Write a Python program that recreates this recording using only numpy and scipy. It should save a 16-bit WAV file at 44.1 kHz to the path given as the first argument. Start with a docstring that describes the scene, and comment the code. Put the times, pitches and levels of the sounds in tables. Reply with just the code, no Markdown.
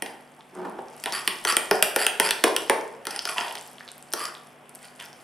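"""In a hard, echoing kitchen with steady air noise and a humming appliance, a steel fork beats mashed potato
in a hand-held glass bowl. Each blow is a short rattle and bite that sets glass and steel ringing.
Scrapes are rough noise sent through the same kind of resonances, with two gliding tones on top.
The mash ticks and crackles with short damped sines; the bowl's foot rolls on a wooden board as bumpy noise.
"""
import sys
import numpy as np
from scipy import signal
from scipy.fft import rfft, irfft, next_fast_len
from scipy.io import wavfile
from scipy.ndimage import map_coordinates

SR = 44100
rng = np.random.default_rng(int(sys.argv[2]) if len(sys.argv) > 2 else 0)


def store_wav(level_fs):
    """Save 16-bit WAV to argv[1]."""
    pcm = np.round(np.clip(np.atleast_2d(level_fs), -1, 1) * 32767)
    wavfile.write(sys.argv[1], SR, pcm.T.astype(np.int16))


N = 230686  # length in samples, about 5.2 s

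# Steady noise of the kitchen, its tone: (frequency [Hz], relative level per Hz [dB])
AIR_TONE = [(15, -52), (30, -24), (90, -19), (130, -11.5), (230, -8.5), (500, -7), (760, -3.5), (900, -8),
            (2300, -14), (3300, -18.5), (4500, -33), (9000, -28.5), (16000, -36)]
# How that noise swells a little: (time [s], level [dB])
AIR_SWELL = [(0, -52.5), (.45, -56), (1, -50), (4.6, -53.5), (5.23, -52.5)]
# Hum of the appliance's motor: (frequency [Hz], rms level [dB])
MOTOR_HUM = [(145.3, -68), (199.2, -72), (247.6, -65), (737.5, -69)]
# How alike far sound is at left and right: (frequency [Hz], likeness [0 to 1])
LEFT_RIGHT_LIKENESS = [(100, 0.47), (250, 0.75), (600, 0.83), (2000, 0.62), (4500, 1), (9000, 0.32),
                       (14000, .3)]
# Echoes of the kitchen: (frequency [Hz], time to fall 60 dB [s], echo level [dB])
KITCHEN_ECHO = [(150, 0.19, 4), (470, 0.79, -3), (680, 0.63, 2), (918, 0.69, 0), (1140, 0.54, -0.5),
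                (2930, 0.48, -5), (8100, 0.37, -5.5), (14900, 0.42, -9.5)]

# The bowl's foot rolling on the board: (time [s], level [dB])
ROLL_LEVEL = [(.5, -64), (0.559, -40), (.62, -39.5), (.66, -34.5), (.7, -46), (.8, -53.5), (.88, -75),
              (1.0, -69)]
# Jolts of the foot: (time [s], level at the top of the jolt [dB])
JOLTS = [(.395, -48), (0.788, -37)]
JOLT_DB_PER_S = 900  # how fast a jolt comes and goes
# Resonances of the wooden board: (frequency [Hz], width [Hz], level [dB])
BOARD_MODES = [(188, 14, 3.5), (363, 54, 4), (635, 340, -7.5), (910, 197, -5), (1390, 480, -15)]

# Wet ticks as the mash lets go of fork and glass: (time [s], starting level [dB], pitch [Hz])
WET_TICKS = [(0.408, -34.5, 3520), (0.5518, -31.5, 8600), (0.6976, -32, 10000), (0.8843, -34, 5580),
             (0.9662, -36, 9800), (2.879, -31, 7500), (3.111, -17.5, 9700), (3.223, -24, 9100),
             (3.4812, -22, 3380), (3.5112, -20.5, 3100), (3.5259, -21, 10300), (3.534, -32, 4900),
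             (3.5727, -23.5, 3180), (3.5853, -26, 9160), (3.612, -22, 7700), (3.665, -29, 7370),
             (3.7322, -31, 9800), (3.7833, -29.5, 3240), (3.8078, -27, 1770), (3.8786, -26, 4100),
             (3.8885, -24, 3800), (3.917, -22.5, 8700), (3.9809, -25, 12100), (4.0263, -26, 8200),
             (4.1056, -34, 10900), (4.1205, -26, 5300), (4.1276, -16.5, 9000), (4.351, -25.5, 3580),
             (4.372, -34, 3480), (4.4722, -35, 9490), (4.658, -42, 2990), (4.6943, -27, 9800),
             (4.751, -22, 11100), (4.7564, -24.5, 8450), (4.8297, -29, 8400), (4.8835, -35, 4450),
             (5.0102, -26, 3000), (5.0602, -28, 5400), (5.13, -30, 5400)]
# Faint wet crackle of the mash: (time [s], level [dB])
CRACKLE_LEVEL = [(0, -65.5), (.9, -66.5), (1.05, -47.5), (2.7, -50.5), (3.0, -66.5), (3.4, -43.5),
                 (3.6, -50), (3.85, -58.5), (4.05, -65), (4.35, -58), (4.5, -61), (4.6, -72), (4.78, -64),
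                 (4.85, -50), (4.93, -65.5), (5.03, -48.5), (5.12, -64), (5.23, -57)]

# Resonances of bowl and fork, six groups: (frequency [Hz], width [Hz], level within the group [dB])
BODY_MODES = [(201, 80, -9.5), (351.4, 153, -3.5), (418.7, 77, 1), (462.4, 26.3, -0.5), (561.3, 33, -6)]  # the damped bowl as a whole
BELLY_MODES = [(615, 38, 0), (735, 59, -1.5), (871.6, 76, 0), (1100, 160, -8)]  # lower side of the bowl
WALL_MODES = [(1398, 122, -1), (1885, 265, 0), (2474, 91, 0)]
LIP_MODES = [(2620, 172, -2.5), (3200, 534, -5)]
TINE_MODES = [(4890, 1520, -2), (5210, 365, 3), (6180, 550, -5.5)]
RIM_MODES = [(7750, 5000, -16.5), (9140, 585, -1.5), (9320, 1200, -7.5), (11420, 2640, -13.5),
             (12000, 3170, -10.5)]
# Higher resonances of the fork, heard when it drags: (frequency [Hz], width [Hz], level [dB])
SHANK_MODES = [(7710, 1300, 1.5), (10600, 590, 7.5), (12700, 3700, -6.5)]

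# Strokes of the fork along the glass: (start [s], swell [s], fade [s], glass level [dB],
# steel level [dB], hollow level [dB], hollow pitch at start [Hz], hollow pitch at end [Hz])
SCRAPE_STROKES = [(.03, 0.022, 0.16, -72, -61, -55, 892, 800),
                  (1.059, 0.012, 0.032, -40, -64, -36, 912, 900),
                  (1.124, 0.0071, 0.12, -33, -36.5, -42, 1200, 1102),
                  (1.461, 0.02, 0.078, -27, -30, -30.5, 1388, 999),
                  (1.72, 0.029, 0.065, -47.5, -43, -41.5, 754, 699),
                  (1.97, 0.027, 0.12, -31.5, -34, -47, 803, 1210),
                  (2.21, 0.043, 0.064, -30.5, -33.5, -42.5, 1117, 1113),
                  (2.454, 0.026, 0.014, -61, -39, -30.5, 1028, 966),
                  (3.08, 0.043, 0.098, -43.5, -48.5, -45.5, 851, 841),
                  (3.255, 0.034, 0.062, -40, -38, -32.5, 1405, 1012),
                  (3.35, 0.027, 0.19, -37, -46.5, -36.5, 956, 831),
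                  (4.14, 0.082, 0.096, -39.5, -40.5, -39, 1097, 1304),
                  (4.8, 0.041, 0.033, -53, -71, -71.5, 800, 800),
                  (4.986, 0.012, 0.09, -48, -63, -55.5, 989, 930)]
# Above this steel level a pressed tine starts lower and ends higher than its resting pitch
TINE_REST_HZ, BEND_FROM_DB, BEND_HZ_PER_DB = 4850, -44, 40
TINE_OVER_SHANK_DB = -0.7

# Fork blows: (start [s], glass level [dB], height on the wall [0 bottom, 1 lip],
# tines level [dB], rim level [dB])
FORK_BLOWS = [(0.022, -21, 0.27, -27.5, -15.5), (0.0611, -28, 0.5, -30.5, -32),
              (1.038, -26.5, .5, -25, -15), (1.0586, -17.5, 0.41, -28.5, -15.5),
              (1.1229, -28, 0.27, -16.5, -19), (1.276, -10, 0.59, -18.5, -6),
              (1.4498, -14, 0.33, -16, -8.5), (1.523, -23, 0.27, -15, -14.5),
              (1.5675, -9.5, 0.53, -39.5, -4), (1.711, -11, 0.074, -12.5, -5.5),
              (1.8252, -7.5, 0.59, -12.5, 6), (1.9611, -12.5, 0.19, -17, -4), (2.0657, -8, 0.7, -38, -7),
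              (2.1988, -8, 0.34, -13.5, -1), (2.2895, -19, 0.43, -16.5, -15),
              (2.3079, -11.5, 0.68, -15, -4.5), (2.4387, -8.5, 0.2, -9, -3),
              (2.4405, -12, 0.094, -25, -4.5), (2.5638, -13.5, 0.82, -17, -5), (2.697, -8.5, 0.12, -22, -6),
              (3.053, -31, 0.43, -35, -19.5), (3.0691, -24.5, 0.205, -18.5, -13.5),
              (3.107, -37, 1, -25, -23), (3.1613, -33.5, 0.69, -22, -23),
              (3.191, -24.5, 0.85, -15.5, -26.5), (3.253, -23, 0.4, -14.5, -16.5),
              (3.289, -22.5, 0.44, -21, -27), (3.323, -33, 0.37, -32, -38),
              (3.3816, -13.5, 0.66, -22.5, -45), (3.4086, -21.5, 0.38, -25, -49.5),
              (3.5531, -29, 0.41, -26.5, -24), (4.1355, -22.5, 0.16, -13, -8), (4.204, -31, 0.37, -30, -31),
              (4.254, -29, 0.47, -21.5, -23.5), (4.9995, -32, 0.65, -37, -36)]
# Level of a group above the glass level, one row each for wall, lip, body and belly:
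# (for a blow at the bottom [dB], for a blow at the lip [dB])
LEVEL_BY_HEIGHT = [(2, -7), (-7.5, 3.5), (0, -33.5), (-1.05, -25.5)]
RATTLE_S = 0.0049  # the rattle loses 20 dB in this time

# Balance of the nearby bowl: (frequency [Hz], left minus right [dB])
SIDE_LEAN = [(300, 0), (1000, -1.5), (3000, -1), (5000, 0), (9000, 2), (14000, -0.5)]
# The microphone's colour: (frequency [Hz], gain [dB])
MIC_COLOUR = [(3300, 1.5), (3900, -0.5), (5000, 1.5), (6000, -1), (6700, -3.5), (7500, 0.5), (9200, 3.5),
              (11000, 3.5), (14000, -4)]
TOP_HZ = 16600  # nothing passes above this


def amp(db):
    """Turn decibels into gain."""
    return 10 ** (np.asarray(db) / 20)


def unit(x):
    """Bring a sound to an rms of 1."""
    return x / np.sqrt(np.mean(x ** 2) + 1e-20)


def along(points, hz, column=1):
    """Read a table between its points, with frequency on a log axis."""
    table = np.transpose(points)
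    return np.interp(np.log(hz + 1), np.log(table[0] + 1), table[column])


def curves(rows):
    """Draw one smooth line of values, sample by sample, for each column after the time."""
    times, *columns = np.transpose(rows)
    return [np.interp(np.arange(N) / SR, times, column) for column in columns]


def filtered(x, response):
    """Change each frequency of a sound by a gain, which may be complex to shift its phase."""
    length = x.shape[-1]
    padded = next_fast_len(length + 8192)
    spectrum = rfft(x, padded) * response(np.fft.rfftfreq(padded, 1 / SR))
    return irfft(spectrum, padded)[..., :length]


def ringing(x, modes, scatter_db=0):
    """Pass a push through resonances that each ring at their own pitch; scatter varies their strength."""
    extra_db = scatter_db * rng.standard_normal(len(modes))

    def response(f):
        total = 0
        for k, (centre, width, db) in enumerate(modes):
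            resonance = 1j * f * width / (centre * centre - f * f + 1j * f * width)
            total = total + (-1) ** k * amp(db + extra_db[k]) * resonance  # signs alternate
        return total

    return filtered(x, response)


def gliding(x, half_width_hz, span, from_hz, to_hz):
    """Make a moving resonance: the slow part of a noise rides on a gliding tone."""
    slow = unit(filtered(x[span], lambda hz: 1 / (1 + (hz / half_width_hz) ** 2)))
    pitch = np.linspace(from_hz, to_hz, len(slow))
    return np.sqrt(2) * slow * np.sin(2 * np.pi * np.cumsum(pitch) / SR)


def spread(pair):
    """Mix two unrelated sounds until left and right are as alike as far sound is."""
    def mix(hz):
        angle = np.arccos(np.clip(along(LEFT_RIGHT_LIKENESS, hz), -1, 1)) / 2
        return np.array([np.cos(angle), np.sin(angle)])

    mid, side = filtered(pair, mix)
    return np.array([mid + side, mid - side])


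def grit(bumpy_db, grain_s):
    """Make noise whose size changes from grain to grain, as a rough contact slips."""
    knots = rng.standard_normal(int(N / SR / grain_s) + 4)
    grains = map_coordinates(knots, [np.arange(N) / SR / grain_s])
    size_db = 2 * bumpy_db * np.tanh(grains / 2)
    return rng.standard_normal(N) * amp(size_db)


def background():
    """Steady air noise plus motor tones whose phase wanders, so they are slightly unsteady."""
    t = np.arange(N) / SR
    hum = 0
    for hz, db in MOTOR_HUM:
        wander = np.cumsum(0.0034 * rng.standard_normal(N))
        hum = hum + amp(db) * np.sqrt(2) * np.sin(2 * np.pi * hz * t + wander)
    noise = spread(rng.standard_normal((2, N)))
    air = filtered(noise, lambda hz: amp(along(AIR_TONE, hz)))
    return hum + amp(curves(AIR_SWELL)[0]) * unit(air)


def kitchen(x, size=8192):
    """Each frequency dies at its own speed; for the moving bowl, each 0.19 s piece gets new echoes."""
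    out = np.zeros((2, N + 2 * SR))
    for start in range(0, N, size):
        noise = rng.standard_normal((2, SR * 3 // 4))
        hz, t, cells = signal.stft(noise, SR, nperseg=256)
        fading = amp(-60 * t / along(KITCHEN_ECHO, hz)[:, None])
        tail = spread(signal.istft(cells * fading, SR, nperseg=256)[1])
        tail = tail / np.linalg.norm(tail[0])
        wet = signal.fftconvolve(x[None, start:start + size], tail, axes=1)
        out[:, start + 150:][:, :wet.shape[1]] += wet  # echoes begin 150 samples late
    return out[:, :N]


def roll():
    """The glass foot bumps over the grain of the wood and makes the board ring."""
    t = np.arange(N) / SR
    touching = (t > ROLL_LEVEL[0][0]) * (t < ROLL_LEVEL[-1][0])
    rolling = amp(curves(ROLL_LEVEL)[0]) * touching
    jolts = sum(amp(db - JOLT_DB_PER_S * np.abs(t - s)) for s, db in JOLTS)
    bumps = grit(bumpy_db=5, grain_s=.006)
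    return (rolling + jolts) * unit(ringing(bumps, BOARD_MODES))


def pops(s, db, hz, cycles):
    """Bursting pockets of air: sines that die away within a few cycles."""
    t = np.arange(256) / SR
    fading = np.exp(-t * hz[:, None] / cycles)
    wave = amp(db)[:, None] * np.sin(2 * np.pi * hz[:, None] * t) * fading
    at = np.round(s * SR).astype(int)[:, None] + np.arange(256)
    return np.bincount(at.ravel(), wave.ravel(), N + SR)[:N]  # add each pop at its place


def mash(count=1000):
    """Wet mash: clear ticks over a scatter of tiny pops and a fine sizzle."""
    s, db, hz = np.transpose(WET_TICKS)
    when, size, pitch = rng.random((count, 3)).T
    tiny_db = -3.3 * np.log(1 - size)  # most are weak, a few much stronger
    tiny = pops(when * N / SR, tiny_db, 4500 * 2.8 ** pitch, cycles=1.8)
    rough = grit(bumpy_db=3, grain_s=.004)
    sizzle = filtered(rough, lambda hz: hz / (hz + 5000) / (1 + (hz / 12000) ** 4))
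    crackle = .85 * unit(tiny) + .5 * unit(sizzle)
    return pops(s, db, hz, cycles=1.9) + amp(curves(CRACKLE_LEVEL)[0]) * crackle


def scrape():
    """Dense slips drive glass and fork; a pressed tine and the hollow between mash and wall glide."""
    out, t = np.zeros(N), np.arange(N) / SR
    slips = grit(bumpy_db=6, grain_s=.0025)
    wall = unit(ringing(slips, WALL_MODES + LIP_MODES))
    shank = unit(ringing(slips, SHANK_MODES))
    for s, swell, fade, glass_db, steel_db, hollow_db, from_hz, to_hz in SCRAPE_STROKES:
        span = slice(round(s * SR), round((s + swell + fade) * SR))
        angle = np.interp(t[span] - s, [0, swell, swell + fade], [0, np.pi / 2, np.pi])
        force = np.sin(angle) ** 2  # rises through the swell, falls through the fade
        bend_hz = BEND_HZ_PER_DB * max(steel_db - BEND_FROM_DB, 0)
        tine = gliding(slips, 330, span, TINE_REST_HZ - bend_hz, TINE_REST_HZ + bend_hz)
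        hollow = gliding(slips, 140, span, from_hz, to_hz)
        glass_sound = amp(glass_db) * wall[span]
        steel_sound = amp(steel_db) * (shank[span] + amp(TINE_OVER_SHANK_DB) * tine)
        out[span] += force * (glass_sound + steel_sound + amp(hollow_db) * hollow)
    return out


def blows(bite=24):
    """The tines rattle, bite half a millisecond in and rattle out; six groups of resonances ring."""
    out, t = np.zeros(N + SR), np.arange(8192) / SR
    groups = (WALL_MODES, LIP_MODES, BODY_MODES, BELLY_MODES, TINE_MODES, RIM_MODES)
    bottom_db, lip_db = np.transpose(LEVEL_BY_HEIGHT)
    for s, glass_db, height, tines_db, rim_db in FORK_BLOWS:
        contact = amp(-18) * rng.standard_normal(len(t)) * amp(-20 * t / RATTLE_S)
        contact[round(bite)] = 1
        bowl_db = glass_db + bottom_db + np.clip(height, 0, 1) * (lip_db - bottom_db)
        for modes, db in zip(groups, [*bowl_db, tines_db, rim_db]):
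            # each group takes only its own part of the blow
            low, high = modes[0][0], modes[-1][0]
            push = ringing(contact, [((low * high) ** .5, 2.37 * (high - low), 0)])
            ring = ringing(push, modes, scatter_db=1.43)
            out[round(s * SR):][:len(t)] += amp(db) * ring / np.abs(ring).max()
    return out[:N]


def scene():
    """Place the bowl near and a little off the middle, with little deep bass, and add echoes and noise."""
    bowl = blows() + mash() + scrape() + roll()
    bowl = filtered(bowl, lambda hz: (1j * hz / (110 + 1j * hz)) ** 3)
    # a faint deep thump goes with loud knocks
    thump = filtered(np.abs(bowl), lambda hz: hz / (8 + hz) / (1 + (hz / 90) ** 2))
    bowl += amp(-32.5) * thump

    sides = np.array([[1], [-1]])  # left, right

    def to_sides(hz):
        shift = np.exp(sides * 1j * hz * 4e-5)  # left comes about 13 millionths of a second earlier
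        return amp(sides * along(SIDE_LEAN, hz) / 2) * shift

    near = filtered(bowl, to_sides)
    into_room = filtered(bowl, lambda hz: amp(along(KITCHEN_ECHO, hz, column=2)))
    return near + kitchen(into_room) + background()


def record(dry):
    """The microphone colours the sound, the converter clips at full scale, the highest treble is cut."""
    coloured = filtered(dry, lambda hz: amp(along(MIC_COLOUR, hz)))
    heard = np.clip(coloured, -1, 1)
    return filtered(heard, lambda hz: (hz < TOP_HZ) / (1 + (hz / 15700) ** 40))


dry = scene()
out = record(dry)
store_wav(out)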